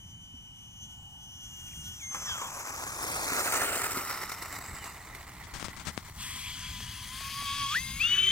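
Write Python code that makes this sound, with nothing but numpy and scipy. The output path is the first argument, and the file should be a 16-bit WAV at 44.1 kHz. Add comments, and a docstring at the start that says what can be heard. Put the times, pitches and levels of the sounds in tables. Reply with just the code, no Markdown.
"""Model jet landing on asphalt

Open field, a hand-held stereo pair beside a coarse asphalt strip. A small jet with two electric ducted
fans glides in whining, throttles back, lands and rolls by 2 m away, grit drumming on its foam body.
It turns round, the fans start again, and it taxis back with two steps of throttle. Light wind rumbles
on the microphones, the hand knocks the case, a finger rubs the left port; far off, a bird chirps."""
import sys
import numpy as np
from scipy import signal
from scipy.fft import rfft, irfft, next_fast_len
from scipy.io import wavfile
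from scipy.ndimage import uniform_filter1d, map_coordinates

SR = 44100
rng = np.random.default_rng(int(sys.argv[2]) if len(sys.argv) > 2 else 0)


def bounce(signal):
    """Save signal as a 16-bit WAV file at the path given by the first command-line argument."""
    frames = np.transpose(np.atleast_2d(signal))
    limited = np.clip(frames, -1, 1)
    pcm = np.round(limited * 32767).astype(np.int16)
    wavfile.write(sys.argv[1], SR, pcm)


N = 366468
TIME = np.arange(N) / SR

# the breeze freshens at the microphones: (time [s], level [dB])
BREEZE = [(0, -55), (2.5, -52.5), (5, -53), (5.7, -49.5), (8.31, -47)]
# gusts and lulls on top of it: (time [s], half-length [s], gain [dB])
GUSTS = [(0.042, 0.097, 4.5), (1.787, 0.13, 5.5), (2.79, .2, -1.5), (3.1, 0.11, 3.5), (3.39, 0.29, 0),
         (4.722, 0.055, 7), (6.787, 0.25, 3.5), (7.94, 0.13, 5)]
# wind on the ports, and the hush of the field: (frequency [Hz], level [dB])
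RUMBLE_COLOUR = [(20, -12), (45, 1.5), (100, 2), (190, -6), (280, -14.5), (450, -38), (1000, -67)]
FIELD_COLOUR = [(100, 14), (500, -2), (850, 9), (1300, 1.5), (2500, -6), (4000, -7), (8000, -4),
                (15000, -24)]

# throttle on the approach: (time [s], blade-passing target [Hz], lag [s], blade tone [dB], whine [dB])
LANDING_THROTTLE = [(0, 3021, .1, -52, -79), (.19, 2969.5, 0.23, -51, -81), (1.36, 2900.5, .22, -49.5, -56),
                    (1.865, 2969, 0.0154, -47.5, -65), (1.92, 2803, .06, -66, -68),
                    (1.995, 2110, .014, -48.5, -44), (2.06, 2100, .03, -55, -42.5),
                    (2.11, 1999.5, .17, -62, -46), (2.25, 1.5, 0.23, -50, -52), (2.3, 1.5, .29, -50, -115)]
# how far the second fan's blade tone lies below the first: (time [s], beat [Hz])
LANDING_BEAT = [(0, 124), (1.99, 106), (2.03, 80), (2.25, 70), (2.5, 30)]
TAXI_BEAT = [(7.8, 8), (8.0, 25), (8.04, 27), (8.075, 9), (8.15, 15), (8.31, 29)]
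# lines of the motor whine: (shaft order [multiple], level [dB])
LANDING_WHINE_ORDERS = [(24, 5), (33, -13), (40, -21), (56, -32)]
TAXI_WHINE_ORDERS = [(16, -5.5), (24, 0), (32, -15), (40, -9), (48, -18), (56, -17)]
# how well the motor housing radiates: (frequency [Hz], gain [dB])
MOTOR_SHELL = [(2900, -1), (4000, -18), (5200, -4.5), (6300, -3), (8500, -6.5), (10700, 8.5), (15000, 5)]
# lines that unequal blades make strong or weak: (shaft order [multiple], level over the others [dB])
LANDING_BUZZ_ORDERS = [(15, 3), (16, 5), (17, 6), (18, 0)]
TAXI_BUZZ_ORDERS = [(4, 7), (6, 2), (7, 4), (9, -7), (10, 10), (11, -2), (12, 3), (13, 2), (14, 3), (15, 7),
                    (16, -2), (17, -7), (18, 7), (19, 6), (20, 2), (23, 5)]
# nose on: intake hiss, blade buzz and the hollow rush of the glide: (frequency [Hz], level [dB])
INTAKE_HISS = [(300, -33), (850, 0.5), (1200, -3.5), (2400, 3), (3000, 7), (4200, -107), (5300, 5.5),
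               (6400, 11), (7500, 0), (8800, -2), (10300, -7), (12500, -4), (15000, -10)]
INTAKE_BUZZ = [(400, -19), (1000, -63), (1460, -9), (2400, -22), (3300, 8), (4200, -23), (5500, -4),
               (6250, 2.5), (7200, -21), (8500, -8), (10300, -20), (12000, -4), (13000, -11), (15000, 4)]
GLIDE_RUSH = [(500, -37), (740, -2), (860, 3), (1000, -12), (1300, -22)]
# hiss and buzz swell and sink on the approach: (time [s], gain [dB])
APPROACH_SWELL = [(0, 5.5), (.2, 1), (.38, 1), (.7, 1.5), (1, 0.5), (1.18, -1), (1.5, 3), (1.85, 2),
                  (2.1, 0.5)]
# the echo off the asphalt closes in on the direct sound as the jet sinks: (time [s], delay [ms])
ROAD_ECHO = [(0, 0.48), (1.62, 0.13), (2.1, 0.15), (2.6, 0.16), (2.95, 0.16), (3.25, 0.16), (3.5, 0.15),
             (4.1, 0.15), (5.4, 0.15)]
# the jet's bearing from the microphones: (time [s], left port's lead [ms])
BEARING = [(0, 0.13), (2.5, 0.14), (3.15, 0.21), (3.5, 0.13), (4.05, 0.056), (4.65, -0.013), (5.5, -0.053),
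           (6.3, -0.062), (7.05, -0.017), (7.7, 0.041)]
# the case shades the ports, for a source on each side: (frequency [Hz], left minus right [dB])
SHADE_LEFT = [(1000, 0), (2000, 2.5), (2700, 2), (4000, 1), (5300, -3), (6500, 3), (8000, 19), (9700, -19),
              (11000, 19), (12200, 13), (13500, 17), (15000, 15)]
SHADE_FRONT = [(1000, 1), (2000, -6), (2700, -1.5), (4000, 2), (5300, 5), (6500, -3.5), (8000, 1),
               (9700, 4), (11000, -19), (12200, 18), (13500, -2), (15000, 3)]
SHADE_RIGHT = [(1000, -5), (2000, 5), (2700, 6.5), (4000, 2.5), (5300, 12.5), (6500, 2.5), (8000, 30),
               (9700, -5.5), (11000, 15), (12200, 5), (13500, 11), (15000, 15)]

# the hand on the case: (time [s], pitch [Hz], level [dB], time to fall 60 dB [s])
KNOCKS = [(.338, 240, -34.5, 0.04)]
# a bird far out in the field: (time [s], length [s], start pitch [Hz], end pitch [Hz], level [dB])
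CHIRPS = [(4.77, .15, 3150, 2650, -52), (1.679, .012, 2850, 2050, -56), (1.709, .013, 2050, 2800, -55),
          (1.724, .017, 2800, 1800, -54)]
# a dry scuff: (frequency [Hz], level [dB])
SCUFF_COLOUR = [(2500, -35), (3300, 1), (4100, 0), (4700, -8), (5500, -35)]

# wheel noise coming, abeam and going away: (frequency [Hz], level [dB])
ROLL_COMING = [(100, -36), (300, -11.5), (600, -7), (1100, 5.5), (1900, -5), (2600, 2), (4400, -19.5),
               (5500, -9), (6600, -7.5), (7600, -4), (8800, -11.5), (12000, -14), (13400, -23),
               (15000, -17)]
ROLL_BESIDE = [(100, -30), (300, -9.5), (700, -7), (1050, -9.5), (1400, -5), (2200, -4), (3000, -4),
               (4500, -8.5), (5700, -13), (7600, -13), (9000, -3.5), (11500, -17.5), (13200, -14.5),
               (15000, -10.5)]
ROLL_GOING = [(100, -31), (300, -10.5), (550, -13.5), (750, -7.5), (1060, -3), (1650, -9.5), (2000, 2),
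              (2600, -9.5), (3300, 0), (4000, -5.5), (5300, -13.5), (6600, -15), (7700, -11.5),
              (10200, -8.5), (13300, -20), (15000, -12)]
# wheels hit road or stone: (time [s], level [dB], time to fall 60 dB [s], thud over rattle [dB])
BUMPS = [(2.146, -34, .14, -22), (2.218, -38, .08, -18), (2.415, -33, .16, -20), (2.568, -40, .06, -8),
         (2.705, -31, .008, -14), (2.865, -37, .08, -8), (3.101, -28, .012, -14), (3.32, -31, .06, -1),
         (3.374, -30, .05, -10), (3.553, -29, .07, -14), (3.63, -31, .05, -14), (3.756, -27, .05, -14),
         (3.818, -31, .05, -14), (3.917, -32, .04, -14), (3.946, -34, .04, -3), (3.972, -31, .06, -1),
         (4.048, -35, .03, -14), (4.251, -36, .03, -16), (4.294, -33, .04, -18), (4.319, -31, .06, -18),
         (4.423, -35, .07, -15), (4.459, -36, .03, -16), (4.526, -34, .04, -16), (4.587, -33, .015, -16),
         (4.843, -36, .02, -14), (5.149, -38, .07, -16), (5.292, -39, .02, -16), (6.087, -39, .01, -22),
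         (6.098, -38, .015, -22), (6.805, -33, .008, -18), (7.208, -35, .03, -20), (7.298, -35, .015, -20),
         (7.423, -28, .006, -24), (7.771, -35, .015, -14)]
# modes of the foam body: (frequency [Hz], level [dB], time to fall 60 dB [s])
FOAM_MODES = [(202, -12, 0.074), (272, -1, 0.078), (391, -2.5, 0.084)]
# peaks and dips that swell and fade in the wheel rattle and in the fan sound:
# (frequency [Hz], half-width [Hz], gain [dB], time [s], half-length [s], glide [Hz/s])
RATTLE_BANDS = [(1340, 144, 8.5, 4, 0.62, 2), (1970, 160, 1.5, 5.8, 0.22, 0), (5420, 340, 11, 4.2, 0.28, 0),
                (7700, 400, 10, 4.72, 0.22, 0), (9680, 690, 7.5, 3.2, 0.66, -700),
                (7550, 330, 10, 3.79, .35, 1), (13300, 540, 9, 4.3, 0.38, -300),
                (11300, 3200, 5, 3.94, 0.2, 0), (2930, 280, -9, 3.12, 0.35, 502),
                (3300, 210, -16, 4.6, .7, -120), (11800, 700, -3.5, 3.06, 0.59, -900),
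                (6630, 720, 4, 3.48, 0.15, -1500), (500, 51, -8, 5.9, 0.98, 2)]
FAN_BANDS = [(8150, 480, 6, 6.33, 0.25, -1200), (12700, 660, -1, 7, .3, -600), (15400, 1400, -17, 7, .4, 0),
             (10600, 820, -8, 6.75, 0.13, 900), (14000, 1100, 14, 7.26, 0.32, 598),
             (3420, 190, -4.5, 7.24, 0.3, 0), (9300, 620, 0, 7.35, .22, -2200)]

# finger strokes right at the left port: (time [s], length [s], level [dB])
RUBS = [(5.436, .02, -44), (5.536, .045, -37), (5.595, .04, -38), (5.642, .02, -34), (5.686, .02, -43),
        (5.763, .025, -41.5), (5.795, .025, -41), (5.85, .03, -39), (5.868, .028, -32), (5.968, .035, -44),
        (6.048, .04, -50)]
# skin dragging on the case: (frequency [Hz], level [dB])
SKIN_COLOUR = [(60, 14.5), (200, 11), (450, -1), (1200, 8), (3000, 1.5), (6000, 1.5), (9000, 0.5),
               (12000, -11), (15000, -3)]
# the fingertip snaps free: (time [s], level [dB])
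SNAPS = [(5.6275, -15), (5.684, -17), (5.9775, -10)]

# throttle while taxiing:
# (time [s], blade-passing target [Hz], lag [s], blade tone [dB], whine [dB], rush [dB], buzz [dB])
TAXI_THROTTLE = [(6.18, 975, .1, -62, -53, -45, -56), (6.2, 1000, 0.13, -57.5, -54, -48.5, -57),
                 (7.11, 1122, .06, -50.5, -56.5, -46.5, -51), (7.703, 1400, .045, -55.5, -54, -43.5, -50),
                 (7.744, 2125, .02, -53, -60, -49, -52), (7.79, 2125, .015, -59.5, -62.5, -51, -52),
                 (7.92, 2250, .08, -59.5, -62.5, -50, -52), (7.991, 2900, .031, -42, -72, -45, -50),
                 (8.045, 3135, .11, -37.5, -90, -42, -57)]
# the ducts' rush at idle and at speed, and their buzz: (frequency [Hz], level [dB])
DUCT_IDLE = [(400, -31), (750, -59), (1000, 2.5), (1350, -4.5), (2000, 3), (2700, 4.5), (3250, 6.5),
             (3800, -2.5), (5000, -6), (6300, -0.5), (7500, -5.5), (10000, 1), (12000, -8), (15000, -14)]
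DUCT_FAST = [(400, -31), (900, -41), (1200, -6), (1700, -5.5), (2500, 4.5), (3300, 6), (4300, -17),
             (5500, -25), (6300, 3.5), (7500, -30), (10000, -6), (12000, -34), (15000, -31)]
DUCT_BUZZ = [(390, -11.5), (560, -44), (850, -42), (1100, 3), (1400, -15.5), (1680, 4), (1950, -15),
             (2300, 0.5), (2650, 0), (2950, -6), (3350, 11), (3900, 2), (4300, 0.5), (4750, 5.5),
             (5300, -8), (6300, -2), (7500, -17)]
# duct resonances, heard from the front: (frequency [Hz], half-width [Hz], level [dB])
DUCT_MODES = [(3294, 82, -42.5), (4710, 660, -45), (6330, 220, -50.5)]
# lines from rotor unbalance at speed: (shaft order [multiple], level [dB])
UNBALANCE = [(1, -55), (3, -50), (6, -42.5), (7, -47), (9, -41.5), (16, -49)]

BLADES = 8
CLOSEST_S, CLOSEST_M, ROLL_M_PER_S = 3.49, 2.03, 7.36  # the landing roll past the microphones
INTAKE_ECHO_GAIN, WHEEL_ECHO_GAIN = 0.78, 0.55  # reflection off the asphalt


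def amp(db):
    """Decibels to gain."""
    return 10 ** (np.asarray(db) / 20)


def unit(x):
    """Scale to rms 1."""
    return x / np.sqrt(np.mean(x ** 2) + 1e-20)


def along(points, hz):
    """(frequency, value) points read on a log axis."""
    freqs, values = np.transpose(points)
    return np.interp(np.log(hz + 1), np.log(freqs + 1), values)


def curves(rows):
    """One value per sample for each column after the time."""
    times, *columns = np.transpose(rows)
    return [np.interp(TIME, times, column) for column in columns]


def ramp(start, end):
    """Rises from 0 to 1 between two times."""
    return np.clip((TIME - start) / (end - start), 0, 1)


def bell(x, centre, half):
    """A smooth hump of height 1."""
    return np.exp(-((x - centre) / half) ** 2)


def wobble(rate):
    """A smooth random curve, rate knots a second."""
    return map_coordinates(rng.standard_normal(int(N * rate / SR) + 4), [TIME * rate])


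def filtered(x, response):
    """x times a response of frequency."""
    size = next_fast_len(N + SR // 4)
    return irfft(rfft(x, size) * response(np.fft.rfftfreq(size, 1 / SR)), size)[..., :N]


def coloured(x, spectrum):
    """x given a spectrum, at rms 1."""
    return unit(filtered(x, lambda hz: amp(along(spectrum, hz))))


def noise(spectrum):
    """Fresh noise of rms 1 with a spectrum."""
    return coloured(rng.standard_normal(N), spectrum)


def wind():
    """A low, lumpy rumble, nearly alike at both microphones, over the wide hush of open fields."""
    level_db = curves(BREEZE)[0] + sum(db * bell(TIME, s, half) for s, half, db in GUSTS)
    rumble = noise(RUMBLE_COLOUR) + amp(-15.5) * np.array([noise(RUMBLE_COLOUR) for _ in range(2)])
    hush = noise(FIELD_COLOUR) + amp(7.5) * np.array([noise(FIELD_COLOUR) for _ in range(2)])
    return amp(level_db + 1.34 * wobble(31)) * rumble + amp(-71.5) * hush


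def throttle(moves, thumb_s=0.0146):
    """Fan speed and levels per sample: after each move of the stick they settle on new values."""
    out = np.outer(moves[0][1:2] + moves[0][3:], np.ones(N))
    for s, hz, lag, *levels in moves[1:]:
        start = int(s * SR)
        aim = np.array([hz, *levels])[:, None]
        out[:, start:] = aim + (out[:, [start]] - aim) * np.exp(-TIME[:N - start] / lag)
    return uniform_filter1d(out, int(thumb_s * SR), axis=1)


def shaft(blade_hz, jitter):
    """Angle of a rotor whose speed trembles a little."""
    return 2 * np.pi * np.cumsum(blade_hz / BLADES * (1 + jitter * wobble(90))) / SR


def partials(angle, orders, flicker_db):
    """Multiples of the shaft speed, each flickering in the turbulent inflow."""
    return sum(amp(db + flicker_db * wobble(25)) * np.sin(order * angle + rng.uniform(0, 2 * np.pi))
               for order, db in orders)


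def buzz(angle, orders, count=36, size=1024):
    """Unequal blades make a rough pressure pattern that repeats once a turn."""
    levels_db = 2 * rng.standard_normal(count + 1)
    for order, db in orders:
        levels_db[order] = db
    lines = amp(levels_db) * np.exp(2j * np.pi * rng.random(count + 1))
    lines[[0, BLADES]] = 0  # no offset, no blade tone
    pattern = unit(irfft(lines, size))
    return np.interp(angle / (2 * np.pi) % 1, np.linspace(0, 1, size + 1), np.r_[pattern, pattern[0]])


def stirred(x, depth_db, patch_hz=520, patch_s=0.09):
    """Turbulent air lifts and sinks each band on its own."""
    spectra = signal.stft(x, SR, nperseg=512)[2]
    bands, frames = round(patch_hz * 512 / SR), round(patch_s * SR / 256)
    patches = uniform_filter1d(rng.standard_normal(spectra.shape), bands, 0)
    patches = uniform_filter1d(patches, frames, 1)
    return signal.istft(spectra * unit(amp(depth_db * unit(patches))), SR, nperseg=512)[1][:N]


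def twin_fans(blade_hz, beat, blade_db, whine_db, buzz_db, buzz_colour, buzz_orders, whine_orders,
              twin_db, jitter, waver_db, rough_rad, octave_db, buzz_flutter_db):
    """Blade tone, motor whine and buzz of two fans; the second runs a little slower, so they beat."""
    first = shaft(blade_hz, jitter)
    second = first - shaft(curves(beat)[0], jitter=0)
    out = np.zeros(N)
    for angle, gain in [(first, 1), (second, amp(twin_db))]:
        tone = np.sin(BLADES * angle) + amp(octave_db) * np.sin(2 * BLADES * angle)
        tone *= amp(blade_db + waver_db * wobble(30))
        tone *= 1 + 0.075 * waver_db * wobble(210)  # eddies drawn into the fan chop the tone
        whine = amp(whine_db) * partials(angle, whine_orders, flicker_db=2.5)
        motor = filtered(whine, lambda hz: amp(along(MOTOR_SHELL, hz)))
        rasp = buzz(angle + rough_rad * wobble(170), buzz_orders)
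        rasp = coloured(stirred(rasp, depth_db=2.3), buzz_colour)
        out += gain * (tone + motor + amp(buzz_db + buzz_flutter_db * wobble(25)) * rasp)
    return out * np.sqrt(2 / (1 + amp(twin_db) ** 2))


def over_road(x, gain):
    """The direct sound plus its echo off the asphalt: a comb whose teeth move with the jet."""
    delay_ms, = curves(ROAD_ECHO)
    return x + gain * map_coordinates(x, [np.arange(N) - delay_ms * SR / 1000])


def landing(nearing_db_per_s=8, fade_db_per_s=11):
    """Nose on to the microphones, the intakes hiss; the throttle is cut and the fans run down."""
    blade_hz, blade_db, whine_db = throttle(LANDING_THROTTLE)
    blade_db += 9.5 * ramp(2.25, 2.28)  # the blades whistle louder as they coast down
    rush_db = -67.5 + nearing_db_per_s * np.minimum(TIME, 2.22) + curves(APPROACH_SWELL)[0]
    rush_db += 4 * ramp(2.2, 2.201)  # the hiss steps up just after touchdown
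    rush_db -= fade_db_per_s * np.maximum(TIME - 2.3, 0)
    tones = twin_fans(blade_hz, LANDING_BEAT, blade_db, whine_db, rush_db - 6, INTAKE_BUZZ,
                      LANDING_BUZZ_ORDERS, LANDING_WHINE_ORDERS, twin_db=-15, jitter=0.00048,
                      waver_db=1.5, rough_rad=0.024, octave_db=-34, buzz_flutter_db=3)
    glide = amp(-64) * bell(TIME, 1.1, 0.31) * noise(GLIDE_RUSH)
    hiss = amp(rush_db - 3.5) * over_road(noise(INTAKE_HISS), INTAKE_ECHO_GAIN)
    return tones * (1 - ramp(2.45, 2.51)) + glide + hiss


def hand_knock(attack_s=0.0082):
    """The hand knocks softly on the case that holds the microphones."""
    out = np.zeros(N)
    for s, hz, db, t60 in KNOCKS:
        age = np.maximum(TIME - s, 0)
        out += amp(db - 60 * age / t60) * ramp(s, s + attack_s) * np.sin(2 * np.pi * hz * age)
    return out


def bird():
    """Far off to the right: quick, scratchy squeaks, later a thin falling whistle."""
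    out = np.zeros(N)
    for s, length, from_hz, to_hz, db in CHIRPS:
        progress = np.clip((TIME - s) / length, 0, 1)
        hz = from_hz + (to_hz - from_hz) * progress + 50 * wobble(350)
        envelope = np.sqrt(np.abs(np.sin(np.pi * progress)))
        out += amp(db) * envelope * np.sin(2 * np.pi * np.cumsum(hz) / SR)
    return out * amp([[-3], [2]])


def scuff():
    """A faint dry scuff, centred, just before the throttle is cut."""
    return amp(-63) * bell(TIME, 1.862, 0.029) * noise(SCUFF_COLOUR)


def grit(per_s, spread_db, scrape):
    """Tiny random impacts over a bed of scraping."""
    hits = (rng.random(N) < per_s / SR) * rng.standard_normal(N)
    hits *= amp(spread_db * np.minimum(rng.exponential(size=N), 4))
    return unit(hits) + scrape * rng.standard_normal(N)


def swept(x, bands):
    """Gliding peaks and dips swell and fade in turn."""
    hz, t, spectra = signal.stft(x, SR, nperseg=1024)
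    lift_db = sum(db * bell(hz[:, None], centre + glide * (t - s), width) * bell(t, s, half)
                  for centre, width, db, s, half, glide in bands)
    return signal.istft(spectra * amp(lift_db), SR, nperseg=1024)[1][:N]


def wheels(hiss_loss_db_per_m=0.22, hop_hz=9.2, crossover_hz=3300):
    """Grit rattles the foam airframe and hisses under the tyres, loudest as the jet passes close by."""
    track_m = ROLL_M_PER_S * (TIME - CLOSEST_S)
    distance_m = np.hypot(track_m, CLOSEST_M)
    ahead = -track_m / distance_m  # near 1 coming, near -1 going
    touchdown, crawl = ramp(2.09, 2.136), ramp(5.68, 6.7)
    rolling = CLOSEST_M / distance_m * (1 - crawl)
    rattle = rolling * amp(-32.5 + 0.2 * ahead) + crawl * amp(-60)
    hiss = rolling * amp(-31.5 + ahead - hiss_loss_db_per_m * distance_m) + crawl * amp(-47)
    near, past = ramp(2.32, 3.53), ramp(3.76, 4.18)
    road_db = 1.2 * wobble(35) + 1.25 * wobble(160)  # the coarse surface loads the wheels unevenly
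    hop_db = 1.1 * past * np.cos(2 * np.pi * hop_hz * (TIME - 4.325))  # hopping on springy gear
    force = grit(per_s=3500, spread_db=1, scrape=0.84) * amp(road_db + hop_db)
    force = over_road(force, WHEEL_ECHO_GAIN)
    roll = np.zeros(N)
    for share, colour in [(1 - near, ROLL_COMING), (near - past, ROLL_BESIDE), (past, ROLL_GOING)]:
        whole = coloured(force, colour)
        low = filtered(whole, lambda hz: 1 / (1 + (hz / crossover_hz) ** 8))
        roll += share * (rattle * unit(low) + hiss * unit(whole - low))
    return swept(stirred(roll, depth_db=1.15) * touchdown + bumps(), RATTLE_BANDS)


def bumps():
    """Each blow shakes the airframe and thuds in its foam; the rattle changes colour once it is past."""
    shake, thud, t = np.zeros(N), np.zeros(N), TIME[:SR // 4]
    for s, db, shake_t60, thud_db in BUMPS:
        start = int(s * SR)
        span = slice(start, start + len(t))
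        shake[span] += amp(db - 60 * t / shake_t60)
        for hz, mode_db, t60 in FOAM_MODES:
            detuned_hz = hz * (1 + 0.05 * rng.standard_normal())
            thud[span] += amp(db + thud_db + mode_db - 60 * t / t60) * np.sin(2 * np.pi * detuned_hz * t)
    past = ramp(3.7, 3.701)
    burst = over_road(rng.standard_normal(N), WHEEL_ECHO_GAIN)
    rattle = (1 - past) * coloured(burst, ROLL_COMING) + past * coloured(burst, ROLL_GOING)
    return shake * rattle + thud


def finger(ring_hz=170, cutoff_hz=11000):
    """Skin drags across the case right at the left port and snaps free with a sharp pressure pulse."""
    strokes = sum(amp(db) * ramp(s, s + 0.003) * (1 - ramp(s + length / 2, s + length + 0.023))
                  for s, length, db in RUBS)
    rub = amp(1) * strokes * coloured(grit(per_s=13000, spread_db=-2.5, scrape=1), SKIN_COLOUR)
    for s, db in SNAPS:
        age = np.maximum(TIME - s, 0)
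        pulse = np.exp(-age / 0.00016)
        ring = 0.25 * np.exp(-age / 0.003) * np.sin(2 * np.pi * ring_hz * age)
        rub += amp(db) * (TIME >= s) * (ring - pulse)
    return filtered(rub, lambda hz: 1 / (1 + (hz / cutoff_hz) ** 4)) * amp([[1], [-17]])


def duct_ring():
    """Turbulence rings the ducts in narrow bands."""
    out = np.zeros(N)
    for centre, width, db in DUCT_MODES:
        band = filtered(rng.standard_normal(N), lambda hz: 1 / (1 + ((hz - centre) / width) ** 2))
        out += amp(db) * unit(band)
    return out


def fan_surge(blade_hz, saturation_hz_per_s=12000, lag_s=0.012):
    """Accelerating fans are louder: a saturating swell that trails the acceleration."""
    pole = np.exp(-1 / (lag_s * SR))
    acceleration = np.gradient(blade_hz) * SR
    return signal.lfilter([1 - pole], [1, -pole], np.tanh(acceleration / saturation_hz_per_s))


def taxi():
    """Down the strip the fans start abruptly as the jet turns; at speed their rush gathers near 3 kHz."""
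    blade_hz, blade_db, whine_db, rush_db, buzz_db = throttle(TAXI_THROTTLE)
    surge = fan_surge(blade_hz)
    running, idling, fast = ramp(6.17, 6.21), 1 - ramp(7.74, 7.82), ramp(7.95, 8.05)
    tail = 1 - ramp(6.5, 7.05)  # the exhaust swings off the microphones
    nose = ramp(7.05, 7.585)  # the intakes swing round to face them
    blade_hz *= 1 + 0.013 * idling * (1 - nose / 2) * wobble(24)  # idling motors hunt
    blade_db += 13.5 * nose + 13 * surge
    whine_db += 16 * nose
    rush_db += 3.5 * nose + 5 * tail + 2.5 * surge
    buzz_db += 8 * nose + 2.5 * surge
    rush = np.sqrt(1 - fast) * amp(1.5) * noise(DUCT_IDLE) + np.sqrt(fast) * amp(3.5) * noise(DUCT_FAST)
    tones = twin_fans(blade_hz, TAXI_BEAT, blade_db, whine_db, buzz_db, DUCT_BUZZ, TAXI_BUZZ_ORDERS,
                      TAXI_WHINE_ORDERS, twin_db=-9 + 3 * ramp(8.06, 8.15), jitter=0.0025, waver_db=1.1,
                      rough_rad=0.065 * idling + 0.036 * (1 - idling), octave_db=-33, buzz_flutter_db=2)
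    ring = amp(-8 * (1 - nose) - 29 * (1 - idling)) * duct_ring()
    unbalance = ramp(8.01, 8.14) * partials(shaft(blade_hz, jitter=0.005), UNBALANCE, flicker_db=3)
    rush = amp(rush_db + 0.34 * wobble(28)) * stirred(rush, depth_db=3.06)
    return running * swept(tones + unbalance + ring + rush, FAN_BANDS)


def stereo_pair(x, scatter_db, treble_scatter_db):
    """The jet's bearing sets delay and shading at the two ports; the ground adds diffuse scatter."""
    hz, t, spectra = signal.stft(x, SR, nperseg=256)
    abeam = np.interp(t, TIME, ramp(3.04, 3.5))  # from left to front
    turned = np.interp(t, TIME, ramp(5.59, 7.1))  # from front to right
    sides = [(SHADE_LEFT, 0.47 * (1 - abeam)), (SHADE_FRONT, abeam - turned),
             (SHADE_RIGHT, np.sqrt(turned))]
    shade_db = np.clip(sum(np.outer(along(shade, hz), share) for shade, share in sides), -20, 20)
    gains = amp([shade_db / 2, -shade_db / 2])
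    gains /= np.sqrt(np.mean(gains ** 2, axis=0))
    lead_ms = np.interp(t, *np.transpose(BEARING))
    half_lead = np.exp(1j * np.pi * np.outer(hz, lead_ms) / 1000)
    direct = spectra * np.array([half_lead, half_lead.conj()])
    diffuse = signal.stft(rng.standard_normal((2, N)), SR, nperseg=256)[2]
    wet = amp(along([(2000, scatter_db), (9000, treble_scatter_db)], hz))[:, None]
    scatter = wet * np.abs(spectra) * diffuse / np.std(diffuse)
    return signal.istft(gains * (direct + scatter) / np.sqrt(1 + wet ** 2), SR, nperseg=256)[1][:, :N]


def scene():
    """From the edge of the strip: the jet left to right, handling noise up close, bird and wind."""
    fans = stereo_pair(landing() + taxi(), scatter_db=-32, treble_scatter_db=-9)
    rolling = stereo_pair(wheels(), scatter_db=-10, treble_scatter_db=5.5)
    return fans + rolling + finger() + hand_knock() + scuff() + bird() + wind()


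def record(dry, top_hz=15900):
    """The hand-held rig passes nothing above its band limit."""
    return filtered(dry, lambda hz: hz < top_hz)


dry = scene()
out = record(dry)
bounce(out)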